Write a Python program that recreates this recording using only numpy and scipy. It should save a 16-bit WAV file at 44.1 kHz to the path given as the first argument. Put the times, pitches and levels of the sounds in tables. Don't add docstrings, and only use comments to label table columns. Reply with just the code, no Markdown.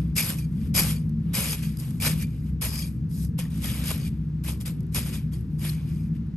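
import sys
import numpy as np
from scipy import signal
from scipy.fft import rfft, irfft, next_fast_len
from scipy.io import wavfile
from scipy.ndimage import uniform_filter1d, map_coordinates

SR = 44100
rng = np.random.default_rng(int(sys.argv[2]) if len(sys.argv) > 2 else 0)


def bounce(signal):
    frames = np.transpose(np.atleast_2d(signal))
    limited = np.clip(frames, -1, 1)
    pcm = np.round(limited * 32767).astype(np.int16)
    wavfile.write(sys.argv[1], SR, pcm)


N = 280476

# frequency_hz, relative_density_db
AIR_SPECTRUM = [(400, -22.5), (700, 9.5), (1500, 9), (3000, 2.5), (6000, -4.5), (10000, -13.5), (11500, -3),
                (13000, -43.5)]
RUMBLE_SPECTRUM = [(15, -23), (25, -35.5), (54, -6.5), (107, -2), (140, -2), (160, 0), (233, -6.5),
                   (325, -23), (401, -30.5), (472, -30.5), (591, -47.5), (900, -90), (1170, -72.5),
                   (1980, -120)]
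CLOD_SPECTRUM = [(250, -1.5), (400, 1), (520, 4), (700, -4.5), (1100, -1), (1600, -13.5), (2500, -43)]
GRAVEL_SPECTRUM = [(700, -46), (1200, -4.5), (2000, -1), (3000, 2.5), (4000, -4), (6000, -26)]
# frequency_hz, relative_density_db
GRIT_SPECTRUM = [(500, -22), (1200, -25.5), (3000, -17), (6000, -13), (8000, -12.5), (10000, -7.5),
                 (11500, -1.5), (12500, -14.5), (13200, -21.5), (14200, -44.5), (15000, -33), (15800, -46)]
# time_s, rumble_db, main_tone_db, neighbour_tone_db
DRONE_WAVER = [(0.0, -26.5, -34, -36), (0.26, -29, -35, -38.5), (1.31, -26, -33, -29),
               (1.43, -26, -33.5, -42.5), (1.7, -27, -33, -27.5), (1.84, -30.5, -40.5, -58),
               (1.91, -27.5, -35.5, -37.5), (2.85, -29, -35.5, -52), (2.91, -27.5, -39, -36.5),
               (3.72, -27.5, -36.5, -35), (4.38, -28.5, -36, -38), (4.53, -29, -38.5, -56.5),
               (4.71, -28, -36, -37.5), (4.89, -30.5, -39, -53.5), (4.99, -29, -35, -42),
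               (5.85, -29.5, -33.5, -52), (6.13, -28, -32.5, -31), (6.36, -26.5, -45, -39.5)]
# pitch_hz, relative_level_db, phase_wander_rad
LOW_PARTIALS = [(65.4, -2, 0.58), (126.9, -7, 1.21), (312.5, -19.5, 0.43)]
MAIN_PARTIALS = [(155.3, 1, 0.51), (474, -37.5, 0.98)]
NEIGHBOUR_PARTIALS = [(168.4, -1, 0.6), (217.3, -9, 1.62)]
HOOT_LEVELS = [-52.5, -51, -50, -50, -47, -52, -57]
# pitch_hz, bandwidth_hz, gain_db
BLADE_MODES = [(2392, 35, -4), (3230, 22, -0.5), (4543, 35, 8), (4930, 130, 3), (6520, 71, 8.5),
               (6980, 32, -3.5), (9100, 32, -3.5), (8700, 180, -3)]
# start_s, lowest_mode_drive_db, upper_modes_drive_db
BLADE_FLICKS = [(0.1844, -30.5, -43), (0.1925, -21, -50), (0.396, -42, -54), (0.422, -38, -71),
                (0.442, -52, -54), (0.6114, -49, -63), (0.9433, -35, -57), (0.9616, -34, -51),
                (1.6286, -38, -50), (1.648, -52, -50), (2.003, -31, -49), (2.192, -33.5, -55),
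                (2.2136, -40, -61), (2.235, -33, -54), (2.6983, -46, -60), (2.7423, -35, -64),
                (2.783, -39, -52), (2.8202, -34, -41), (2.8397, -32.5, -50), (2.871, -45, -56),
                (4.0295, -47, -63), (4.048, -38, -54), (4.064, -34.5, -58), (5.3342, -56, -54)]
# start_s, level_db, knock_offset_db, click_hz, click_offset_db
IMPACTS = [(0.165, -9.5, -31, 2730, -14), (0.1824, -14, -35, 2170, -10), (0.3866, -23, -26, 2500, -11),
           (0.526, -43, -10.5, 2110, -14), (0.7489, -17, -20, 5280, -19), (0.7915, -13, -24.5, 5440, -26),
           (1.0938, -36.5, -14, 1850, -20), (1.339, -22.5, -23.5, 2430, -21), (1.5274, -19, -28, 6500, -4),
           (1.628, -26.5, -19, 2540, -12), (1.771, -27, -21, 5000, -12), (1.7999, -24, -28, 5500, -17),
           (1.9069, -28.5, -21, 1910, -27), (2.0008, -26, -28, 2370, -2), (2.0236, -20.5, -10, 2450, -9),
           (2.0611, -15.5, -15, 4000, -3), (2.616, -26, -14, 2500, -6), (3.3903, -23.5, -12, 3130, -6),
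           (3.4403, -39, -11.5, 2200, -12), (3.4529, -40.5, 1, 1860, 3), (3.5043, -38, -17, 2130, -18),
           (3.643, -23.5, -8, 3260, 0), (3.8413, -21.5, -14, 2530, -15), (3.905, -20, -2, 2800, -3.5),
           (3.9134, -24, -9, 2630, -8), (4.4383, -30, -25, 2470, -14), (4.482, -32.5, 3.5, 5000, -17),
           (4.6106, -30, -29, 3280, -9), (4.6589, -35, -19, 4770, 2), (4.8061, -35, -12, 2240, -19),
           (4.8304, -45, -6, 1860, -22), (4.8678, -46, -12.5, 6030, -17), (4.946, -10.5, -19, 2370, -22),
           (4.9786, -23, -5, 3180, -7), (5.339, -38, -20, 4700, -7), (5.4091, -39.5, -15, 2360, -25),
           (5.595, -38, -19, 5180, -13.5), (5.694, -22, -26, 4220, -3.5), (6.2688, -53, 2, 2600, -17)]
# start_s, rise_s, drag_start_db, drag_s, drag_end_db, fall_db_per_s,
# clod_offset_db, gravel_offset_db, lowest_mode_offset_db
SCRAPES = [(0.0, .002, -61, .1, -69.5, 408, 1, -1, 13),
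           (0.152, 0.022, -28, 0.007, -21, 269, -19.5, -15.5, 10),
           (.19, 0.038, -35.5, 0.076, -30.5, 284, -12.5, -8.5, -3.5),
           (.36, .037, -41.5, .005, -45, 278, -19, -12, -1.5), (.47, .2, -57, .005, -58, 520, -7, -2.5, 3),
           (0.739, 0.013, -26.5, 0.042, -20.5, 458, -15, -12, 8.5),
           (.79, 0.022, -30, 0.099, -32.5, 283.5, -13.5, -9, 1),
           (1.16, .16, -67, 0.0088, -61, 400, 3, 3.5, -3),
           (1.331, 0.017, -27.5, 0.2, -34, 600, -14, -10, 7),
           (1.56, 0.021, -46, .03, -50, 200, -20, -4, 6.5),
           (1.61, 0.028, -43.5, .012, -45.5, 127.5, -15.5, -5, 11),
           (1.78, 0.019, -40, .005, -43.5, 400, -16, -18, -16),
           (1.79, 0.04, -48, 0.18, -60, 300, -7, -6.5, -25),
           (1.998, .006, -40, .012, -33, 300, -17, -10.5, 7),
           (2.016, 0.0088, -27, 0.05, -26, 232, -12.5, -7, 3),
           (2.16, 0.064, -40, .003, -37, 700, -30, -8, 5),
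           (2.25, 0.021, -60.5, .13, -65.5, 200, -14, -3, 14),
           (2.4, .07, -61, .025, -59, 450, -12, -3.5, -10),
           (2.61, .008, -32, 0.039, -30.5, 230, -12.5, -10, 0.5),
           (2.66, 0.099, -37.5, 0.02, -41.5, 147, -12.5, -11, 5.5),
           (2.758, 0.035, -36, 0.031, -39, 331, -28, -14, 1.5),
           (2.84, 0.017, -49, 0.028, -51, 800, -24, -16, 4.5),
           (3.085, 0.042, -51, .12, -43.5, 448, -27, -40.5, -23),
           (3.378, 0.01, -40.5, .003, -35.5, 342, -9, -4.5, 6.5),
           (3.497, .01, -53.5, .1, -49, 300, -10, -5, 7),
           (3.605, 0.039, -36.5, 0.043, -36.5, 90, -14.5, -5.5, 4.5),
           (3.7, 0.054, -46.5, .085, -43.5, 188, -6, -2.5, 9.5),
           (3.825, 0.066, -33.5, 0.018, -33, 300, -16, -6, -3),
           (3.92, 0.023, -47.5, 0.11, -54.5, 200.5, -7, -1.5, 13),
           (4.02, 0.057, -45, 0.0046, -45, 800, -30, -7, 7), (4.08, .025, -70.5, .3, -85, 301, -5, 2.5, -2),
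           (4.434, 0.0093, -44.5, 0.051, -36, 320, -11, -8.5, 3.5),
           (4.599, 0.01, -40.5, .002, -38, 800, -16, -11, -10.5),
           (4.651, 0.0086, -38, 0.016, -37, 378, -14, -8, -5),
           (4.915, .028, -46.5, 0.0022, -38, 520.5, -15, -13, 7),
           (4.946, 0.0019, -38, 0.014, -28, 206, -14, -6.5, 5.5),
           (5.03, 0.035, -41, .003, -39, 190, -11, -6, -1.5),
           (5.11, 0.042, -39.5, .003, -40.5, 296, -12.5, -5.5, 9.5),
           (5.313, 0.026, -49, 0.0026, -50.5, 200, -14, -8, -14),
           (5.49, .022, -68, 0.084, -71, 400, 0, -11.5, 1),
           (5.58, .012, -50.5, .02, -51.5, 300, -15, -12, 2),
           (5.6, 0.051, -38, 0.05, -41.5, 260, -13, -6, -1), (5.72, 0.01, -61, 0.075, -62, 200, 0, 2, 20),
           (5.8, 0.1, -56.5, .17, -66, 401, -7, -4.5, 14),
           (6.13, 0.031, -63.5, 0.011, -67.5, 802, -8, 2, 11.5)]
# time_s, relative_drive_db
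STONE_RASP = [(2.67, -39.5), (2.7, -3.5), (2.8, -1.5), (2.85, -4), (2.88, -40)]
# frequency_hz, left_lead_rad, left_excess_db, coherence (0-1)
PORT_RESPONSE = [(60, 0, .7, .98), (300, .05, 1.4, .96), (900, .1, 3, .86), (1500, .1, 3.5, .75),
                 (1900, 0, .6, .88), (2700, 1.2, -1, .8), (3200, 1.8, 2, .75), (4200, 1.6, 7.5, .45),
                 (4800, .1, 9, .3), (5800, .4, 5.5, .45), (6500, -.1, 1.5, .65), (7000, .4, 5, .65),
                 (7500, 1.1, 2.5, .6), (8500, 0, .1, .94), (9200, -1.2, .5, .78), (9850, -2.8, 0, .93),
                 (10250, -3.14, 0, .995), (10550, -3.5, 0, .9), (11000, -4.4, 0, .88),
                 (11800, -6.2, 0, .995), (12400, -6.28, 0, .99), (12900, -6.4, 0, .45),
                 (14300, -6.3, 0, .5), (14800, -6.28, 0, .99)]


def amp(db):
    return 10 ** (np.asarray(db) / 20)


def unit_rms(x):
    return x / np.sqrt(np.mean(x ** 2) + 1e-20)


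def at_frequency(table, hz):
    knots_hz, *columns = np.transpose(table)
    return np.squeeze([np.interp(np.log(hz + 1), np.log(knots_hz + 1), c) for c in columns])


def over_time(table):
    times_s, *columns = np.transpose(table)
    return [np.interp(np.arange(N) / SR, times_s, c) for c in columns]


def wobble(rate):
    steps = np.arange(0, N + 64, 64)
    coarse = map_coordinates(rng.standard_normal(int(N * rate / SR) + 4), [steps * rate / SR])
    return np.interp(np.arange(N), steps, coarse)


def filtered(x, response, joined=False):
    size = next_fast_len(N + SR // 4)
    fade = np.linspace(1, 0, size - N)
    after_end = 2 * x[..., -1:] - x[..., -2:N - size - 2:-1]
    before_start = 2 * x[..., :1] - x[..., size - N:0:-1]
    padding = joined * (fade * after_end + (1 - fade) * before_start)
    spectrum = rfft(np.concatenate([x, padding], axis=-1))
    return irfft(spectrum * response(np.fft.rfftfreq(size, 1 / SR)), size)[..., :N]


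def shaped(x, spectrum):
    return filtered(x, lambda hz: amp(at_frequency(spectrum, hz)))


def coloured(x, spectrum):
    return unit_rms(shaped(x, spectrum))


def air():
    return amp(-65.5 + .8 * wobble(3)) * coloured(rng.standard_normal((2, N)), AIR_SPECTRUM)


def engine_tone(partials, level_db, swing_db):
    out, t = np.zeros(N), np.arange(N) / SR
    for hz, partial_db, wander_rad in partials:
        strength = amp(partial_db + swing_db * wobble(7))
        phase = 2 * np.pi * hz * t + wander_rad * wobble(5) + rng.uniform(0, 2 * np.pi)
        out += strength * np.sin(phase)
    return np.sqrt(2) * amp(level_db) * out


def pump():
    rumble_db, main_db, neighbour_db = over_time(DRONE_WAVER)
    hum = engine_tone(LOW_PARTIALS, level_db=-35.5, swing_db=2.4)
    hum += engine_tone(MAIN_PARTIALS, main_db, swing_db=2.0)
    hum += engine_tone(NEIGHBOUR_PARTIALS, neighbour_db, swing_db=3.0)
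    rumble_gain = amp(rumble_db - 3.5 + 1.36 * wobble(6))
    rumble = rumble_gain * coloured(rng.standard_normal((2, N)), RUMBLE_SPECTRUM)
    return rumble + [[1], [0]] * hum


def bird(first_s=4.57, gap_s=.273, first_hz=383.2, drop_hz=9.2):
    out, t = np.zeros(N), np.arange(N) / SR
    for k, level_db in enumerate(HOOT_LEVELS):
        from_peak_s = t - first_s - k * gap_s
        envelope = amp(level_db) * np.exp(-(from_peak_s / 0.061) ** 2)
        cycles = (first_hz - k * drop_hz) * (from_peak_s + 0.33 * from_peak_s ** 2)
        out += envelope * np.sin(2 * np.pi * cycles)
    return [[1], [0]] * out


def blade_tings():
    out, t = np.zeros(N + SR), np.arange(SR // 5) / SR
    for start_s, lowest_db, upper_db in BLADE_FLICKS:
        for k, (hz, width_hz, gain_db) in enumerate(BLADE_MODES):
            level_db = (upper_db if k else lowest_db) + gain_db + rng.normal(0, 2.1)
            loaded_hz = hz * rng.normal(1, .006)
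            envelope = amp(level_db) * (1 - np.exp(-t / 0.0032)) * np.exp(-np.pi * width_hz * t)
            out[round(start_s * SR):][:len(t)] += envelope * np.sin(2 * np.pi * loaded_hz * t)
    return [[1], [.3]] * out[:N]


def impacts(knock_t60_s=0.052, click_t60_s=.022):
    t = np.arange(SR // 10) / SR
    crack, knock, click = np.zeros((3, 2, N + SR))
    for start_s, level_db, knock_db, click_hz, click_db in IMPACTS:
        crack_t60_s = .03 * amp(0.23 * (level_db + 19))
        span = slice(round(start_s * SR), round(start_s * SR) + len(t))
        noise = rng.standard_normal((2, 2, len(t)))
        knock_envelope = amp(level_db + knock_db - 60 * t / knock_t60_s) * (1 - np.exp(-t / 0.0033))
        click_envelope = amp(level_db + click_db - 60 * t / click_t60_s) * (1 - np.exp(-t / 0.00089))
        crack[:, span] += amp(level_db - 60 * t / crack_t60_s) * noise[0]
        knock[:, span] += knock_envelope * noise[1]
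        click[0, span] += click_envelope * np.sin(2 * np.pi * click_hz * t)
    cracks = shaped(crack[:, :N], GRIT_SPECTRUM)
    knocks = amp(9.5) * shaped(knock[:, :N], CLOD_SPECTRUM)
    return cracks + knocks + click[:, :N]


def blade_resonance(drive, modes, damping):
    def response(hz):
        total = 0
        for k, (mode_hz, width_hz, gain_db) in enumerate(modes):
            loss = 1j * hz * width_hz * damping
            total += (-1) ** k * amp(gain_db) * loss / (mode_hz ** 2 - hz ** 2 + loss)
        return total
    return filtered(drive, response)


def crunch(grains_per_s, spread_db, decay_s, patchy_db):
    grains = (rng.random(N) < grains_per_s / SR) * amp(spread_db * rng.exponential(size=N))
    flare = signal.lfilter([1], [1, -np.exp(-1 / (decay_s * SR))], np.pad(grains, (0, 256)))
    frames = signal.stft((1 + flare) * rng.standard_normal((2, N + 256)), nperseg=256)[2]
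    patches = uniform_filter1d(rng.standard_normal(frames.shape[1:]), 4, axis=0)
    patches = unit_rms(uniform_filter1d(patches, 8, axis=1))
    return unit_rms(signal.istft(frames * amp(patchy_db * patches), nperseg=256)[1][:, :N])


def scrape_envelopes(rise_power=0.92, trickle_db_per_s=128.5, coarser_db=11.5):
    power, t = np.zeros((4, N + SR)), np.arange(SR * 2 // 3) / SR
    coarsening = amp([[0], [coarser_db], [coarser_db / 2], [coarser_db / 2]])
    for start_s, rise_s, start_db, drag_s, end_db, fall_db_per_s, *offsets_db in SCRAPES:
        swell = np.minimum(t / rise_s, 1) ** rise_power
        drag = amp(np.interp(t, [rise_s, rise_s + drag_s], [start_db, end_db]))
        layers = swell * drag * amp([0, *offsets_db])[:, None]
        after_s = np.maximum(t - rise_s - drag_s, 0)
        release = amp(-fall_db_per_s * after_s)
        trickle = amp(-10 + .7 * offsets_db[0] - trickle_db_per_s * after_s) * (after_s > 0)
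        start = round(start_s * SR)
        power[:, start:start + len(t)] += layers ** 2 * (release ** 2 + (coarsening * trickle) ** 2)
    return np.sqrt(power[:, :N])


def hoe():
    grit_gain, clod_gain, gravel_gain, ring_gain = (
        scrape_envelopes() * amp(0.64 * wobble(30)))
    sand = crunch(grains_per_s=350, spread_db=-6.5, decay_s=0.00084, patchy_db=1.5)
    clods = crunch(grains_per_s=90, spread_db=3.5, decay_s=0.0011, patchy_db=-0.5)
    gravel = crunch(grains_per_s=180, spread_db=-3.5, decay_s=0.00056, patchy_db=2.0)
    soil = grit_gain * coloured(sand, GRIT_SPECTRUM)
    soil += clod_gain * coloured(clods, CLOD_SPECTRUM)
    soil += gravel_gain * coloured(gravel, GRAVEL_SPECTRUM)
    gripped = ring_gain * amp(1.9 * wobble(25))
    freed = ring_gain * amp(-4.5 + 3.5 * wobble(12))
    rasp = grit_gain * amp(over_time(STONE_RASP)[0] + 9)
    upper = np.sqrt(grit_gain * ring_gain) * amp(-6.5 + 1.95 * wobble(25))
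    steel = blade_resonance(gripped * sand, BLADE_MODES[:1], damping=7.3)
    steel += blade_resonance(freed * sand, BLADE_MODES[:1], damping=1.3)
    steel += blade_resonance(rasp * sand, BLADE_MODES[3:4], damping=1.3)
    steel += blade_resonance(upper * sand, BLADE_MODES[1:], damping=2.6)
    return soil + steel


def scene():
    return hoe() + impacts() + blade_tings() + pump() + bird() + air()


def record(dry):
    def ports(hz, band_limit_hz=15820):
        lead_rad, excess_db, coherence = at_frequency(PORT_RESPONSE, hz)
        angle = np.arccos(np.clip(coherence, 0, 1)) / 2
        mixing = np.array([[np.cos(angle), np.sin(angle)], [np.cos(angle), -np.sin(angle)]])
        left_gain = amp(excess_db / 2) * np.exp(.5j * lead_rad)
        return mixing * [[left_gain], [1 / left_gain]] * (hz < band_limit_hz)
    return filtered(dry, ports, joined=True).sum(axis=1)


dry = scene()
out = record(dry)
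bounce(out)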